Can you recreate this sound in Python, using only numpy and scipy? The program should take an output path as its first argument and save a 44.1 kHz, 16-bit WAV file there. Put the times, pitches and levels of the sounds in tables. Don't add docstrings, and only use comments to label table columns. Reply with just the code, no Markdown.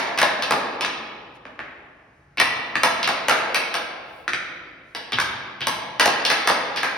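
import sys
import numpy as np
from scipy import signal
from scipy.fft import rfft, irfft, next_fast_len
from scipy.io import wavfile
from scipy.ndimage import uniform_filter1d

SR = 44100
rng = np.random.default_rng(int(sys.argv[2]) if len(sys.argv) > 2 else 0)


def wav_out(sig):
    wavfile.write(sys.argv[1], SR, np.round(np.clip(np.atleast_2d(sig).T, -1, 1) * 32767).astype(np.int16))


N = 307377

# start in seconds, level in dB,
# extra direct sound in dB, grit in dB, delay of the flat landing in seconds, its level against the slap
# in dB, favoured pitch in Hz, its boost in dB, hardness in dB, extra crack and tick in dB,
# damping by the grip as a factor (smaller rings longer).
BLADE_SLAPS = [(-.076, -9.5, 3, -8, .013, -4.5, 766, 2, -1, .5, 0.89),
               (.187, -14.5, 0.5, 1, 0.0094, -18, 1150, 8, 6, 2.5, .8),
               (0.216, -12.5, 4, 7, 0.012, 0.5, 1740, 14, 2.5, -3, 0.6),
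               (0.5084, -11.5, 0.5, -5.5, 0.012, -5.5, 1340, 3, -5, .5, 1),
               (2.3997, -8.5, 1.5, 3, 0.014, -12, 1860, 12.5, 3.5, 1, 0.46),
               (2.8338, -8.5, 1, 3, .0215, -10, 945, 3, -1, 2.5, 0.63),
               (3.0757, -14.5, 0.5, -14, 0.013, -5.5, 1060, 6.5, 1, 0, 1),
               (3.2837, -11.5, 0.5, 6, 0.023, -12, 2800, 11, -2, 2.5, 0.69),
               (3.2955, -9, -2.5, 2.5, .015, -10.5, 1380, 5, 3, -2.5, 1),
               (3.5452, -12, -2, 2, 0.015, -13, 2400, 4.5, 5, 4, 0.78),
               (3.7413, -17.5, -1, 6.5, 0.01, -4.5, 1006, 10.5, 4.5, 2.5, 0.65),
               (5.2006, -15.5, -1, -2.5, 0.013, -26, 1210, 8.5, 2, 2.5, 0.67),
               (5.6699, -13.5, 0, -6, .014, -21, 1010, 2, -5, 8, 0.7),
               (5.9969, -5.5, -3, 5, 0.016, -20, 1640, 5, 1.5, 3, 0.69),
               (6.0578, -15.5, 5.5, 1.5, 0.019, 0, 690, 6, -9, 9.5, 1),
               (6.301, -10, -3, -12, .013, -9.5, 1150, 1, 4.5, 1, .9),
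               (6.4738, -9.5, -1, -15, 0.024, -4, 1500, 5.5, -.5, 3, 0.65),
               (6.8314, -13.5, -2.5, -9, 0.012, -15.5, 1360, 8, 2.5, -4, 0.93)]
# start in seconds, level in dB, extra direct sound in dB,
# delay of the scrape in seconds, its level against the click in dB, then the same last five as a slap.
TOE_CLICKS = [(.176, -16.5, -3, 0.0061, -7, 2560, 7, -0.5, 2, 0.62),
              (0.4232, -17, -2, 0.0092, -9, 1470, 10, 6, 3.5, 0.76),
              (.809, -16.5, -2, .015, -5.5, 2490, 9, 2.5, 3, 0.29),
              (2.3727, -24, -0.5, .008, 8, 2530, 12, 5, -3, 0.99),
              (3.0296, -17, -1, .013, -2.5, 2130, 6, 12, 10, 0.86),
              (4.949, -22, -2.5, 0.0072, -15, 2050, 1, 1.5, 3, 0.58),
              (5.1211, -23, 2, .008, 6, 3300, 8.5, 4, 0, 1),
              (5.6066, -25.5, -1, 0.0077, 5, 3130, 14, 6, -1, 1),
              (6.251, -12, -1.5, 0.014, -10, 3480, 3.5, 6, 13.5, 0.66),
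              (6.761, -18, -7, 0.011, -4.5, 2030, 5, 5.5, 2, 0.96)]
# start in seconds, level in dB, extra direct sound in dB, pitch of
# the pop in Hz, its filter's width in Hz, rattle against the pop in dB, extra crack and tick in dB.
BALL_KNOCKS = [(.848, -18.5, 1.5, 1440, 1664, -2, 6.5), (2.7553, -13.5, 0, 1716, 1550, -3.5, -3.5),
               (4.279, -16.5, 0.5, 1580, 1100, -6.5, 3), (4.3335, -17.5, 1, 1940, 1400, -2.5, 3.5),
               (5.186, -16.5, 4.5, 1340, 1400, -3.5, -4)]
BALL_BOUNCES = [(1.454, -31.5, -0.77, 1500, 2020, -1, 0.0022),
                (1.592, -24.5, -1.7, 1694, 1580, -7.5, 0.0065)]

# pitch in Hz, width in Hz, relative level
# in dB. A wider mode dies away sooner.
FLOOR_MODES = [(76, 79, -11.5), (147.4, 55, -1), (214.6, 79, 3), (316, 152, 2.5), (431, 127, -1)]
BLADE_MODES = [(472, 123, -5.5), (673, 87, -2), (820.5, 76, 0.5), (928, 138, 1.5), (1028, 188, 3),
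               (1194, 188, -1)]
BALL_MODES = [(1314, 166, 2), (1653, 148, 5.5), (1928, 150, 5.5), (2237, 247, 3.5), (2654, 113, 2.5),
              (2914, 91, -3.5)]
SHAFT_MODES = [(2683, 286, -0.5), (2934, 203, 2), (3300, 480, -2.5), (3646, 100, 4.5), (4066, 215, 0.5),
               (4365, 142, -1), (4614, 153, 2.5), (5100, 370, 0), (5556, 390, 2)]
TICK_MODES = [(5850, 160, 15), (6390, 1000, 9), (6720, 510, 10.5), (8090, 1040, 5), (10500, 5000, 1.5),
              (15900, 1500, -6)]
FOOT_MODES = [(59, 48, -21), (132.6, 23, -1)]
SLAP_SHARES = (-19.5, -2, 0, -6.5, -13)
FLAT_SHARES = (-17.5, -1.5, -9.5, -7.5, -19.5)
TOE_SHARES = (-14, -1, -1.5, -4, -17)
SCRAPE_SHARES = (-17.5, -16, -7.5, -1, -43)
KNOCK_SHARES = (-14.5, -9, -2, -5, -6.5)
BOUNCE_SHARES = (-6.5, 0.5, -6.5, -25.5, -45)
HARDNESS_TILT = (-1, -0.66, 0.43, 0.68, 0.29)

# pitch in Hz, seconds to fade by 60 dB.
HALL_FADE_TIMES = [(100, 1.4), (250, 2.43), (600, 2.1), (1500, 1.384), (2200, 1.47), (4000, 1.113),
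                   (6500, 0.7), (10000, 0.51), (16000, 0.27)]
# start in seconds, level in dB.
FOOTFALLS = [(2.38, -35.5), (4.28, -50), (5.12, -30), (5.6, -35)]
# middle in seconds, length in seconds, level in dB, pitch in Hz.
FLOOR_SCUFFS = [(1.36, 0.029, -62, 3300), (2.198, 0.17, -80.5, 5640), (4.17, 0.2, -65, 12100),
                (4.912, 0.13, -70.5, 4450)]
# pitch in Hz, relative level in dB.
VENT_SPECTRUM = [(25, -20), (40, -10), (55, 0), (90, -4), (135, 1), (230, -13.5), (600, -19.5),
                 (1700, -12.5), (3400, -31), (5300, -33), (8000, -39.5), (15000, -53.5)]
# pitch in Hz, likeness (1 is identical).
STEREO_LIKENESS = [(150, .997), (260, .985), (360, .92), (460, .75), (600, .45), (850, .38), (1300, .58),
                   (2000, .4), (3000, .15), (5000, .52), (7000, .98), (7700, .98), (10000, .78),
                   (13500, .97)]
# pitch in Hz, phase in radians.
LEFT_PHASE_LEAD = [(100, 0), (1800, -.05), (3000, .9), (4200, .9), (5100, .3), (6300, 1.5), (7350, 3.14),
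                   (8500, 4.5), (10400, 6.28), (12000, 7.9), (13550, 9.42), (16300, 12.3)]

BLOW_SIZE, LEAD = 4096, 8820


def stickwork(direct_boost_db=22, ceiling_s=0.0124, ceiling_db=-7.5, pillar_s=0.0215, pillar_db=-17.5):
    near = np.zeros((2, N + LEAD))
    spots = np.zeros((5, N + LEAD))
    for k, (start, db, sound, direct) in enumerate([*slaps(), *toe_taps(), *ball_pops()]):
        direct = undb(db + direct_boost_db) * direct
        pillar_delay = pillar_s * rng.uniform(0.95, 1.05)
        for side in near:
            add(side, start, direct)
            add(side, start + ceiling_s, echo(direct) * undb(ceiling_db))
            add(side, start + pillar_delay, echo(direct) * undb(pillar_db))
        add(spots[k % len(spots)], start, undb(db) * sound)
    for k, (start, db) in enumerate(FOOTFALLS):
        add(spots[k % len(spots)], start, undb(db) * ring(1, FOOT_MODES))
    reverb = sum(signal.fftconvolve(spot[None], hall(), axes=1)[:, :N + LEAD] for spot in spots)
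    return (near + reverb)[:, LEAD:]


def slaps():
    for start, db, direct_db, grit_db, flat_s, flat_db, *tone in BLADE_SLAPS:
        slap = blow(SLAP_SHARES, grit_db, *tone)
        yield start, db, slap, undb(direct_db) * head_on(slap)
        flat = blow(FLAT_SHARES, grit_db=-0.5, hz=760, boost_db=11)
        yield start + flat_s, db + flat_db, flat, undb(2.5) * flat


def toe_taps():
    for start, db, direct_db, scrape_s, scrape_db, hz, boost_db, hardness, crack_db, damping in TOE_CLICKS:
        tone = dict(hz=hz, boost_db=boost_db, damping=damping)
        click = blow(TOE_SHARES, grit_db=-2.5, hardness=hardness, crack_db=crack_db, **tone)
        yield start, db, click, undb(direct_db) * head_on(click)
        scrape = dull(blow(SCRAPE_SHARES, grit_db=7.5, grit_s=0.0088, **tone), top_hz=5000)
        yield start + scrape_s, db + scrape_db, scrape, undb(-0.5) * scrape


def ball_pops():
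    for rows, shares, grit_db in ((BALL_KNOCKS, KNOCK_SHARES, 4), (BALL_BOUNCES, BOUNCE_SHARES, -6.5)):
        for start, db, direct_db, hz, width, rattle_db, crack_db in rows:
            pop = unit(irfft(resonance(bins(BLOW_SIZE), hz, width) ** 3))
            rattle = dull(blow(shares, grit_db, crack_db=crack_db, damping=1.63), top_hz=5630)
            knock = unit(pop + undb(rattle_db) * rattle)
            yield start, db, knock, undb(direct_db) * knock


def blow(shares_db, grit_db, hz=1000, boost_db=0, hardness=0, crack_db=0, damping=1, grit_s=0.0035):
    emphasis = 1 + (undb(boost_db) - 1) * resonance(bins(BLOW_SIZE), hz, width=480)
    push = contact(grit_db, grit_s) * emphasis
    tilt_db = hardness * np.array(HARDNESS_TILT) + crack_db * np.array([0, 0, 0, 1, 1])
    shares = unit(undb(np.array(shares_db) + tilt_db))
    parts = (FLOOR_MODES, BLADE_MODES, BALL_MODES, SHAFT_MODES, TICK_MODES)
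    return sum(share * ring(push, modes, damping) for share, modes in zip(shares, parts))


def contact(grit_db, grit_s, snap_s=0.00044, grit_top_hz=7000):
    t = np.arange(BLOW_SIZE) / SR
    burst = rfft(rng.standard_normal(BLOW_SIZE) * np.exp(-t / snap_s))
    snap = irfft(burst / np.abs(burst)) * np.exp(-t / (10 * snap_s))
    grit = rng.standard_normal(BLOW_SIZE) * rng.exponential(size=BLOW_SIZE) * np.exp(-t / grit_s)
    soft_grit = rfft(unit(grit)) / (1 + 1j * bins(BLOW_SIZE) / grit_top_hz)
    push = rfft(unit(snap)) + undb(grit_db) * soft_grit
    evened = irfft(push / np.sqrt(uniform_filter1d(np.abs(push) ** 2, size=21)))
    fade = np.cos(np.pi / 2 * t / t[-1]) ** 2
    return rfft(evened * fade)


def ring(push, modes, damping=1, scatter=0.017):
    f = bins(BLOW_SIZE)
    shift = 1 + scatter * rng.standard_normal(len(modes))
    body = sum((-1) ** k * undb(db) * resonance(f, hz * shift[k], width * damping)
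               for k, (hz, width, db) in enumerate(modes))
    edges_hz = [modes[0][0] * 0.55, min(modes[-1][0] * 0.89, SR / 2 - 1000)]
    band = signal.butter(N=2, Wn=edges_hz, btype="band", fs=SR, output="sos")
    return unit(signal.sosfilt(band, irfft(push * body)))


def head_on(sound, beam_hz=6000, beam_db=2, rattle_s=0.001412, rattle_db=2):
    first = crack(sound)
    beam = signal.lfilter(*signal.butter(N=1, Wn=beam_hz, btype="high", fs=SR), first)
    rattle = np.pad(sound, (int(rattle_s * SR), 0))[:BLOW_SIZE]
    return unit(first + undb(beam_db) * beam + undb(rattle_db) * rattle)


def crack(sound, delay_at_1khz_s=0.001185):
    colour = np.sqrt(np.abs(uniform_filter1d(np.abs(rfft(sound)) ** 2, size=25)))
    cepstrum = irfft(np.log(colour + colour.max() / 1000))
    fold = 1 + np.sign(BLOW_SIZE // 2 - np.arange(BLOW_SIZE))
    fold[0] = 1
    bass_lag = 4 * np.pi * delay_at_1khz_s * np.sqrt(1000 * bins(BLOW_SIZE))
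    return unit(irfft(np.exp(rfft(cepstrum * fold) - 1j * bass_lag)))


def dull(sound, top_hz):
    return unit(signal.sosfilt(signal.butter(N=2, Wn=top_hz, fs=SR, output="sos"), sound))


def echo(sound, spray_s=0.0057, spray_db=-5):
    t = np.arange(BLOW_SIZE // 8) / SR
    spray = undb(spray_db) * unit(rng.standard_normal(len(t)) * np.exp(-t / spray_s))
    return signal.fftconvolve(sound, unit((t == 0) + spray))


def hall(early_db=-7, early_s=0.04, late_db=-11.5, build_s=0.0053):
    size = 2 * SR
    t, f = np.arange(size) / SR, bins(size)
    noise = stereo_noise(size) / np.sqrt(2)
    early = undb(early_db) * np.exp(-t / early_s)
    pitches, fade_times = np.transpose(HALL_FADE_TIMES)
    response = 0
    for one_band, fade_s in zip(np.eye(len(pitches)), fade_times):
        band = along(np.c_[pitches, one_band], f)
        late = undb(late_db) * np.exp(-np.log(1000) * t / fade_s)
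        response = response + irfft(noise * band) * np.hypot(early, late)
    return response * (1 - np.exp(-(t / build_s) ** 2))


def scuffs():
    t, noise, track = np.arange(N) / SR, rng.standard_normal(N), 0
    for middle, length, db, hz in FLOOR_SCUFFS:
        rub = signal.lfilter(*signal.iirpeak(hz, Q=1, fs=SR), noise)
        swell = np.exp(-(2 * (t - middle) / length) ** 2)
        track = track + undb(db) * rub / rub.std() * swell
    return track


def ventilation(level_db=-58):
    size = 2 * next_fast_len(N // 2 + 1)
    air = irfft(stereo_noise(size) * undb(along(VENT_SPECTRUM, bins(size))))[:, :N]
    return undb(level_db) * air / air.std()


def stereo_noise(size):
    shared, apart = rfft(rng.standard_normal((2, size)))
    alike = np.clip(along(STEREO_LIKENESS, bins(size)), 0, 1)
    return shared * np.sqrt(1 + alike) + np.array([[1], [-1]]) * apart * np.sqrt(1 - alike)


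def resonance(f, hz, width):
    return 1j * f * width / (hz ** 2 - f ** 2 + 1j * f * width)


def add(track, start_s, sound):
    start = max(int(start_s * SR) + LEAD, 0)
    track[start:start + len(sound)] += sound[:len(track) - start]


def along(points, hz):
    f, value = np.transpose(points)
    return np.interp(np.log(np.maximum(hz, 1)), np.log(f), value)


def bins(size):
    return np.arange(size // 2 + 1) * SR / size


def undb(db):
    return 10 ** (np.asarray(db) / 20)


def unit(x):
    return x / np.sqrt(np.sum(x ** 2))


def scene():
    return stickwork() + scuffs() + ventilation()


def record(dry, top_hz=16600):
    size = 2 * next_fast_len(N // 2 + LEAD)
    phase = np.interp(bins(size), *np.transpose(LEFT_PHASE_LEAD))
    turn = np.exp(1j * np.array([[0.5], [-0.5]]) * phase)
    channels = irfft(rfft(dry, size) * turn)[:, :N]
    rounded = 1.5 * np.tanh(channels / 1.5)
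    return signal.sosfilt(signal.ellip(8, 0.2, 80, top_hz, fs=SR, output="sos"), rounded)


dry = scene()
out = record(dry)
wav_out(out)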